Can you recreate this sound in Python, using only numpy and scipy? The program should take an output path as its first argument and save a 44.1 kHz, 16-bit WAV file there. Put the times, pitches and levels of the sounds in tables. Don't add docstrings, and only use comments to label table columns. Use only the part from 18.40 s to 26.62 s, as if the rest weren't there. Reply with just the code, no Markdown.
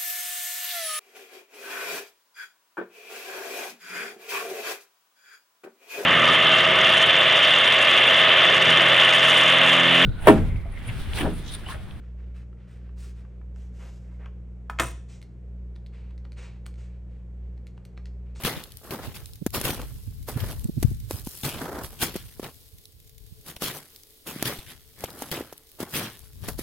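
import sys
import numpy as np
from scipy import signal
from scipy.fft import rfft, irfft
from scipy.io import wavfile

SR = 44100
rng = np.random.default_rng(int(sys.argv[2]) if len(sys.argv) > 2 else 0)


def log_audio(samples):
    frames = np.atleast_2d(samples).T
    limited = np.clip(frames, -1, 1)
    pcm = np.round(limited * 32767).astype(np.int16)
    wavfile.write(sys.argv[1], SR, pcm)


N = 362502
TIME_S = np.arange(N) / SR
STEP_TIME_S = np.arange(-.15, 1.5, .001)
LEFT_RIGHT = np.array([[1], [-1]])
FEET_PAN_DB, CRACK_PAN_DB = 0.9, 1.5
TOP_HZ = 16100


def undb(db):
    return 10 ** (np.asarray(db) / 20)


def unit_rms(x):
    return x / np.sqrt(np.mean(x ** 2))


def add(track, time_s, sound):
    start = max(int(time_s * SR), 0)
    track[..., start:start + sound.shape[-1]] += sound[..., :max(N - start, 0)]


def response(spectrum, size=4096):
    hz, db = np.transpose(spectrum)
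    bins_hz = np.maximum(np.arange(size // 2 + 1) * SR / size, 1)
    gain = undb(np.interp(np.log(bins_hz), np.log(hz), db))
    cepstrum = irfft(np.log(gain))
    cepstrum[1:size // 2] *= 2
    cepstrum[size // 2 + 1:] = 0
    return irfft(np.exp(rfft(cepstrum)))


def equalise(x, spectrum):
    return signal.oaconvolve(x, response(spectrum))[:N]


def colour(x, spectrum):
    return equalise(x, spectrum) / np.linalg.norm(response(spectrum))


def band(x, hz, ratio, order=2):
    edges_hz = [hz / ratio, min(hz * ratio, .45 * SR)]
    return signal.sosfilt(signal.butter(order, edges_hz, "band", fs=SR, output="sos"), x)


def drift(per_s):
    knots = rng.standard_normal(N * per_s // SR + 2)
    return np.interp(TIME_S * per_s, np.arange(len(knots)), knots)


def grains(per_s, spread_db):
    chance = np.clip(per_s / SR, 1e-5, 1)
    size = unit_rms(undb(spread_db * np.minimum(rng.exponential(size=N), 4)))
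    fires = rng.random(N) < chance
    return fires * rng.choice([-1, 1], N) * size / np.sqrt(chance)


def burst(rise_s, t60_s, size=8192):
    t = np.arange(size) / SR
    envelope = (1 - np.exp(-t / rise_s)) * np.exp(-np.log(1000) * t / t60_s)
    return envelope / envelope.max()


# (frequency [Hz], gain [dB])
HISS_SPECTRUM = [(90, 12), (150, -16), (250, 0.5), (400, 0), (520, -3.5), (900, -13.5), (1400, -15),
                 (2400, -12.5), (3800, -5), (7000, -9.5), (12400, -4), (16000, -5.5)]
# (frequency [Hz], side minus mid [dB])
HISS_SIDE = [(100, -24), (400, 1.5), (1400, 3), (5000, 1), (8000, -11), (15000, -33)]


def hiss(level_db=-57.5, swing_db=2):
    mid, side = (colour(rng.standard_normal(N), HISS_SPECTRUM) for _ in range(2))
    stereo = mid + LEFT_RIGHT * equalise(side, HISS_SIDE)
    return stereo * undb(level_db + swing_db * drift(per_s=9))


def far_hum(hz=435, width_hz=29, level_db=-70):
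    return undb(level_db) * unit_rms(band(rng.standard_normal(N), hz, ratio=1 + width_hz / hz / 2))


# (time [s], level [dB], unused)
WIND_LEVELS = [(0, -51, -3), (0.35, -47.5, -1), (0.88, -48, -32), (1.15, -39, -1), (1.8, -37, 0),
               (2.1, -34, 9), (2.55, -35, 4), (2.95, -48.5, 18), (3.25, -44.5, -10), (3.7, -45.5, 11),
               (4.25, -59.5, -32), (4.95, -56, -28), (5.25, -63, -3), (5.7, -69.5, -3), (6.55, -57.5, 2),
               (7.25, -74.5, 1), (7.75, -63, 10), (8.0, -43.5, 17), (8.22, -38, 6)]
# (frequency [Hz], gain [dB])
EDDY_SPECTRUM = [(15, -35), (35, 6.5), (70, 7.5), (120, 4.5), (180, -8.5), (300, -18.5), (600, -66),
                 (1500, -41.5)]


def wind(gust_db=4.5):
    level_db = np.interp(TIME_S, *np.transpose(WIND_LEVELS)[:2]) + gust_db * drift(per_s=6)
    eddies = colour(rng.standard_normal(N), EDDY_SPECTRUM) * undb(4.3 * drift(per_s=25))
    flutter = unit_rms(band(rng.standard_normal(N), hz=245, ratio=1.85)) * undb(2.4 * drift(per_s=30))
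    return eddies * undb(level_db) + flutter * undb(2.04 * level_db - 10.5)


# (time [s], level [dB], pitch [Hz], left minus right [dB])
WIND_BUFFETS = [(0.176, -28, 149, -2), (0.683, -32.5, 117, -19), (1.023, -28.5, 167, -16),
                (1.681, -29.5, 93.5, -15), (1.966, -21, 120, -8), (2.03, -23, 100, 11),
                (2.255, -19, 115, -5), (2.295, -20.5, 178, -2), (2.379, -18.5, 122, -9.5),
                (2.451, -22, 104, 27), (2.516, -30, 126, 21), (2.745, -25.5, 95.4, -11),
                (4.342, -53, 80, -31), (4.925, -42, 84.5, -18)]


def buffets():
    track = np.zeros((2, N))
    t = np.arange(-2048, 2048) / SR
    for time_s, db, hz, pan_db in WIND_BUFFETS:
        swing = np.cos(2 * np.pi * hz * t + rng.uniform(0, 2 * np.pi, (2, 1)))
        breakup = unit_rms(band(rng.standard_normal(swing.shape), 1.315 * hz, ratio=1.71, order=3))
        thump = np.exp(-(t * hz / 1.08) ** 2) * (swing + undb(-10) * breakup)
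        add(track, time_s + t[0], undb(db - 0.5 + LEFT_RIGHT * pan_db / 2) * thump)
    return track


# (frequency [Hz], side minus mid [dB])
GRAIN_SIDE = [(100, -46), (400, -17), (1300, -8), (2500, -4.5), (4400, -1), (6000, 1), (8000, -7.5),
              (15000, -9.5)]


def ports(clicks, spectrum):
    mid = colour(clicks, spectrum)
    side = colour(clicks * rng.choice([-1, 1], N), spectrum)
    return mid + LEFT_RIGHT * equalise(side, GRAIN_SIDE)


# (time [s], level [dB], pitch [Hz])
ICE_TICKS = [(0.2382, -30.5, 3530), (0.3203, -36.5, 3330), (0.3708, -36, 11000), (0.858, -32, 3800),
             (0.9346, -39.5, 4640), (1.1046, -37, 11200), (1.4163, -32.5, 2470), (2.195, -39, 11500),
             (2.243, -36.5, 10000), (3.3897, -37, 5230), (4.455, -37, 3750), (5.561, -35, 4070),
             (5.634, -40, 4870), (6.607, -32, 2050), (6.704, -35, 3970), (7.1786, -41, 11500),
             (7.3165, -42.5, 11900), (7.792, -38, 9500)]
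# (frequency [Hz], gain [dB])
TWIG_SPECTRUM = [(500, -38), (2000, -1.5), (3800, 3), (7000, 1.5), (11000, 5), (16000, 2.5)]


def ticks():
    clicks = np.zeros(N)
    for time_s, db, hz in ICE_TICKS:
        chip = burst(rise_s=.0001, t60_s=0.01)
        chip *= rng.standard_normal(len(chip))
        add(clicks, time_s, undb(db) * (0.77 * chip + band(chip, hz, ratio=1.34)))
    faint_hits = undb(-64) * grains(per_s=40, spread_db=3.5)
    ring = burst(rise_s=.0001, t60_s=0.031)
    ring *= rng.standard_normal(len(ring))
    patter = signal.oaconvolve(faint_hits, ring / np.linalg.norm(ring))[:N]
    return ports(clicks + patter, TWIG_SPECTRUM)


def plates(clicks, patchy_db, pieces=9, bands=36):
    activity = np.array([np.exp(3.03 * drift(per_s=28)) for _ in range(pieces)])
    shares = activity / np.linalg.norm(activity, axis=0)
    hz = np.linspace(300 ** .5, TOP_HZ ** .5, bands) ** 2
    tints_db = patchy_db * rng.standard_normal((pieces, bands))
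    tints_db -= 10 * np.log10(np.mean(undb(tints_db) ** 2, axis=0))
    return sum(colour(clicks * share * rng.choice([-1, 1], N), np.c_[hz, db])
               for share, db in zip(shares, tints_db))


# (time [s], thud level [dB], thud pitch [Hz], snap level [dB])
BOOT_KNOCKS = [(1.0637, -8, 246, -24), (1.2125, -21, 350, -23.5), (1.8864, -19, 454, -29.5),
               (2.4274, -16.5, 290, -20.5), (2.7092, -15, 393, -26.5), (2.8706, -21.5, 206, -33),
               (3.7557, -15.5, 268, -36), (3.7614, -20.5, 307, -26), (3.9962, -18.5, 320, -35),
               (4.0295, -24, 295, -40), (5.2206, -30, 422, -25.5), (5.878, -26.5, 305, -42),
               (5.961, -22, 200, -53), (6.0253, -39, 434, -22.5), (6.639, -14.5, 510, -24),
               (6.8207, -20, 540, -28.5), (6.977, -20, 337, -52), (7.008, -16.5, 354, -50),
               (7.126, -25, 475, -35.5), (7.403, -19, 328, -27), (7.4286, -17.5, 256, -31.5),
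               (8.0847, -19, 346, -25), (8.191, -17, 290, -37)]
# (frequency [Hz], gain [dB])
SNAP_SPECTRUM = [(200, 21), (1300, 12.5), (3500, 4), (6500, 5), (8500, 5.5), (12000, 9.5), (16000, 1.5)]


def knocks():
    thuds, snap_envelope = np.zeros(N), np.zeros(N)
    for time_s, thud_db, hz, snap_db in BOOT_KNOCKS:
        thud = band(signal.unit_impulse(4096), hz, ratio=1.47)
        add(thuds, time_s, undb(thud_db - 4.5) * thud / np.abs(thud).max())
        add(snap_envelope, time_s, undb(snap_db + 0.5) * burst(rise_s=0.0002, t60_s=0.028))
    snaps = plates(snap_envelope * grains(per_s=9300, spread_db=5.5), patchy_db=1.5)
    return thuds + ports(snaps, SNAP_SPECTRUM) * undb(LEFT_RIGHT * CRACK_PAN_DB / 2)


# (time [s], level [dB])
PLATE_CRACKS = [(0.036, -26), (0.048, -25.5), (0.507, -31), (1.1464, -25), (1.251, -20.5), (1.304, -25.5),
                (2.003, -34), (3.033, -30), (3.05, -31), (3.445, -37), (3.6253, -22), (3.741, -35),
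                (4.04, -34.5), (5.164, -37), (5.239, -27.5), (6.0547, -26), (6.188, -37.5), (6.9144, -24.5),
                (7.5383, -27.5)]
# (frequency [Hz], gain [dB])
CRACK_SPECTRUM = [(100, 21), (400, 10), (1200, -5), (2500, 4.5), (3600, 3), (5000, -2), (7000, -10),
                  (8500, -4), (12000, 0.5), (16000, -4.5)]


def cracks():
    envelope = np.zeros(N)
    for time_s, db in PLATE_CRACKS:
        add(envelope, time_s, undb(db + 3.0) * burst(rise_s=0.00018, t60_s=0.039))
    fractures = plates(envelope * grains(per_s=14000, spread_db=-1.0), patchy_db=5.5)
    return ports(fractures, CRACK_SPECTRUM) * undb(LEFT_RIGHT * CRACK_PAN_DB / 2)


def avalanches(per_s, t60_s, depth):
    triggers = np.abs(grains(per_s, spread_db=0))
    surges = signal.oaconvolve(triggers, burst(rise_s=0.0001, t60_s=t60_s))[:N]
    return unit_rms(1 + depth * unit_rms(surges))


def boot_force(rise_s, fade_db_per_s, hold_s=0):
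    before_s, after_s = np.minimum(STEP_TIME_S, 0), np.maximum(STEP_TIME_S - hold_s, 0)
    return undb(-20 * (before_s / rise_s) ** 2 - fade_db_per_s * after_s)


# (peak time [s], rise [s], fade [dB/s], crush [dB], spray [dB], pack [dB])
BOOT_STEPS = [(0.057, 0.019, 133, -31.5, -33, -34.5), (0.523, 0.016, 155, -48, -41, -36.5),
              (0.659, 0.058, 179, -46, -49, -45), (0.756, 0.018, 273, -44.5, -43, -47),
              (1.154, 0.024, 209, -39.5, -30, -36.5), (1.255, 0.03, 144, -36, -33.5, -36),
              (1.304, 0.055, 132, -42, -40.5, -40), (1.895, 0.025, 220, -47, -39.5, -40.5),
              (3.05, 0.016, 138, -35.5, -31, -34.5), (3.228, 0.027, 107, -56.5, -50, -34.5),
              (3.448, 0.033, 300, -54, -40.5, -64), (3.632, 0.036, 230, -31, -27.5, -33.5),
              (3.761, 0.027, 153, -46, -55, -68.5), (5.094, 0.045, 317, -48, -42.5, -47),
              (5.238, 0.032, 140, -34.5, -33, -40.5), (5.37, 0.054, 308, -66, -41, -44.5),
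              (5.883, 0.026, 136, -43.5, -38.5, -43.5), (6.073, 0.037, 162, -32, -32, -36),
              (6.316, 0.06, 344, -47.5, -51, -57), (6.641, 0.076, 226, -48, -49, -48.5),
              (6.825, 0.07, 160, -51.5, -45, -47.5), (6.926, 0.011, 160, -36, -37, -35.5),
              (7.413, 0.029, 245, -47, -43, -39.5), (7.562, 0.037, 140, -33, -30.5, -34.5),
              (8.09, 0.018, 350, -48, -36.5, -41), (8.195, 0.018, 300, -45.5, -39.5, -47.5)]
LAYER_FADES = [1.0, 1.3, 0.97]
# (start [s], length [s], crush [dB], spray [dB], pack [dB])
SOLE_SCUFFS = [(0.0, 0.025, -52, -49, -46.5), (0.13, 0.062, -51, -50.5, -44),
               (0.453, 0.047, -60.5, -56, -50), (0.544, 0.087, -59, -70, -50),
               (1.173, 0.005, -40, -50, -40), (1.4, 0.017, -53, -59, -45.5),
               (1.99, 0.14, -49.5, -46.5, -44), (2.168, 0.11, -80.5, -56, -65.5),
               (2.424, 0.085, -75, -56, -65), (2.724, 0.068, -56.5, -43, -51.5),
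               (2.872, 0.17, -60, -45.5, -64), (3.152, 0.077, -47.5, -49, -40),
               (3.232, 0.214, -61.5, -59, -40.5), (3.52, 0.11, -64, -54, -60),
               (4.052, 0.011, -46.5, -48, -41), (5.264, 0.036, -39, -45, -41),
               (5.973, 0.065, -46, -50.5, -51), (6.69, 0.32, -62, -53, -51.5),
               (7.51, 0.04, -59, -44.5, -50), (7.614, 0.06, -41, -55, -42.5),
               (8.052, 0.01, -48, -49.5, -48.5)]


def footwork(settle_db=(-25, -21.5, -27), settle_db_per_s=(39, 25, 36.5)):
    power = np.zeros((3, N))
    for time_s, rise_s, fade_db_per_s, *levels_db in BOOT_STEPS:
        for layer, db in enumerate(levels_db):
            step = undb(db) * boot_force(rise_s, fade_db_per_s * LAYER_FADES[layer])
            settle = undb(db + settle_db[layer]) * boot_force(rise_s, settle_db_per_s[layer])
            power[layer] += np.interp(TIME_S - time_s, STEP_TIME_S, step ** 2 + settle ** 2, 0, 0)
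    for time_s, length_s, *levels_db in SOLE_SCUFFS:
        drag = boot_force(rise_s=0.04, fade_db_per_s=398, hold_s=length_s)
        power += undb(levels_db)[:, None] ** 2 * np.interp(TIME_S - time_s, STEP_TIME_S, drag ** 2, 0, 0)
    return np.sqrt(power)


# (frequency [Hz], gain [dB])
CRUSH_SPECTRUM = [(150, -29.5), (500, -8.5), (1200, -1.5), (1800, 2), (3400, 1.5), (5000, -7),
                  (7000, -13.5), (10000, -20)]
SPRAY_SPECTRUM = [(1000, -30.5), (3000, -2), (5000, 2), (7000, -2), (8500, 2.5), (12000, 6.5), (16000, 0.5)]
PACK_SPECTRUM = [(35, -37), (70, 3.5), (130, -14), (220, 3), (350, 2.5), (700, -1.5), (1300, -4.5),
                 (1800, -10), (2700, -25), (6000, -27.5)]
SINK_SPECTRUM = [(30, -38), (70, -9), (140, 5), (220, -3.5), (400, -6), (1200, -47)]


def crunch():
    crush, spray, pack = footwork()
    surge = avalanches(per_s=200, t60_s=0.013, depth=0.28)
    load = crush / undb(-33)
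    grain_gain = undb(1)
    grit = grain_gain * spray * surge * grains(per_s=14000 * load ** .45, spread_db=4)
    shards = grain_gain * crush * surge * grains(per_s=4000 * load ** .63, spread_db=0)
    slips = grain_gain * pack * undb(3.9 * drift(per_s=120)) * grains(per_s=2000, spread_db=2)
    rumble = colour(np.sqrt(crush * pack) * rng.standard_normal(N), SINK_SPECTRUM)
    ice = ports(plates(grit, patchy_db=4.5), SPRAY_SPECTRUM)
    ice += ports(plates(shards, patchy_db=4.5), CRUSH_SPECTRUM)
    return ice * undb(LEFT_RIGHT * FEET_PAN_DB / 2) + ports(slips, PACK_SPECTRUM) + rumble


def scene():
    background = hiss() + far_hum() + np.array([wind(), wind()]) + buffets() + ticks()
    return background + knocks() + cracks() + crunch()


# (frequency [Hz], gain [dB])
PORT_MISMATCH = [(300, 0.5), (1000, -0.3), (2500, -0.17), (8000, 0.25), (16000, 0.5)]


def record(dry):
    left = equalise(dry[0], PORT_MISMATCH)
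    right = equalise(dry[1], [(hz, -db) for hz, db in PORT_MISMATCH])
    low_pass = signal.ellip(10, .2, 70, TOP_HZ, fs=SR, output="sos")
    return signal.sosfilt(low_pass, np.array([left, right]))


dry = scene()
out = record(dry)
log_audio(out)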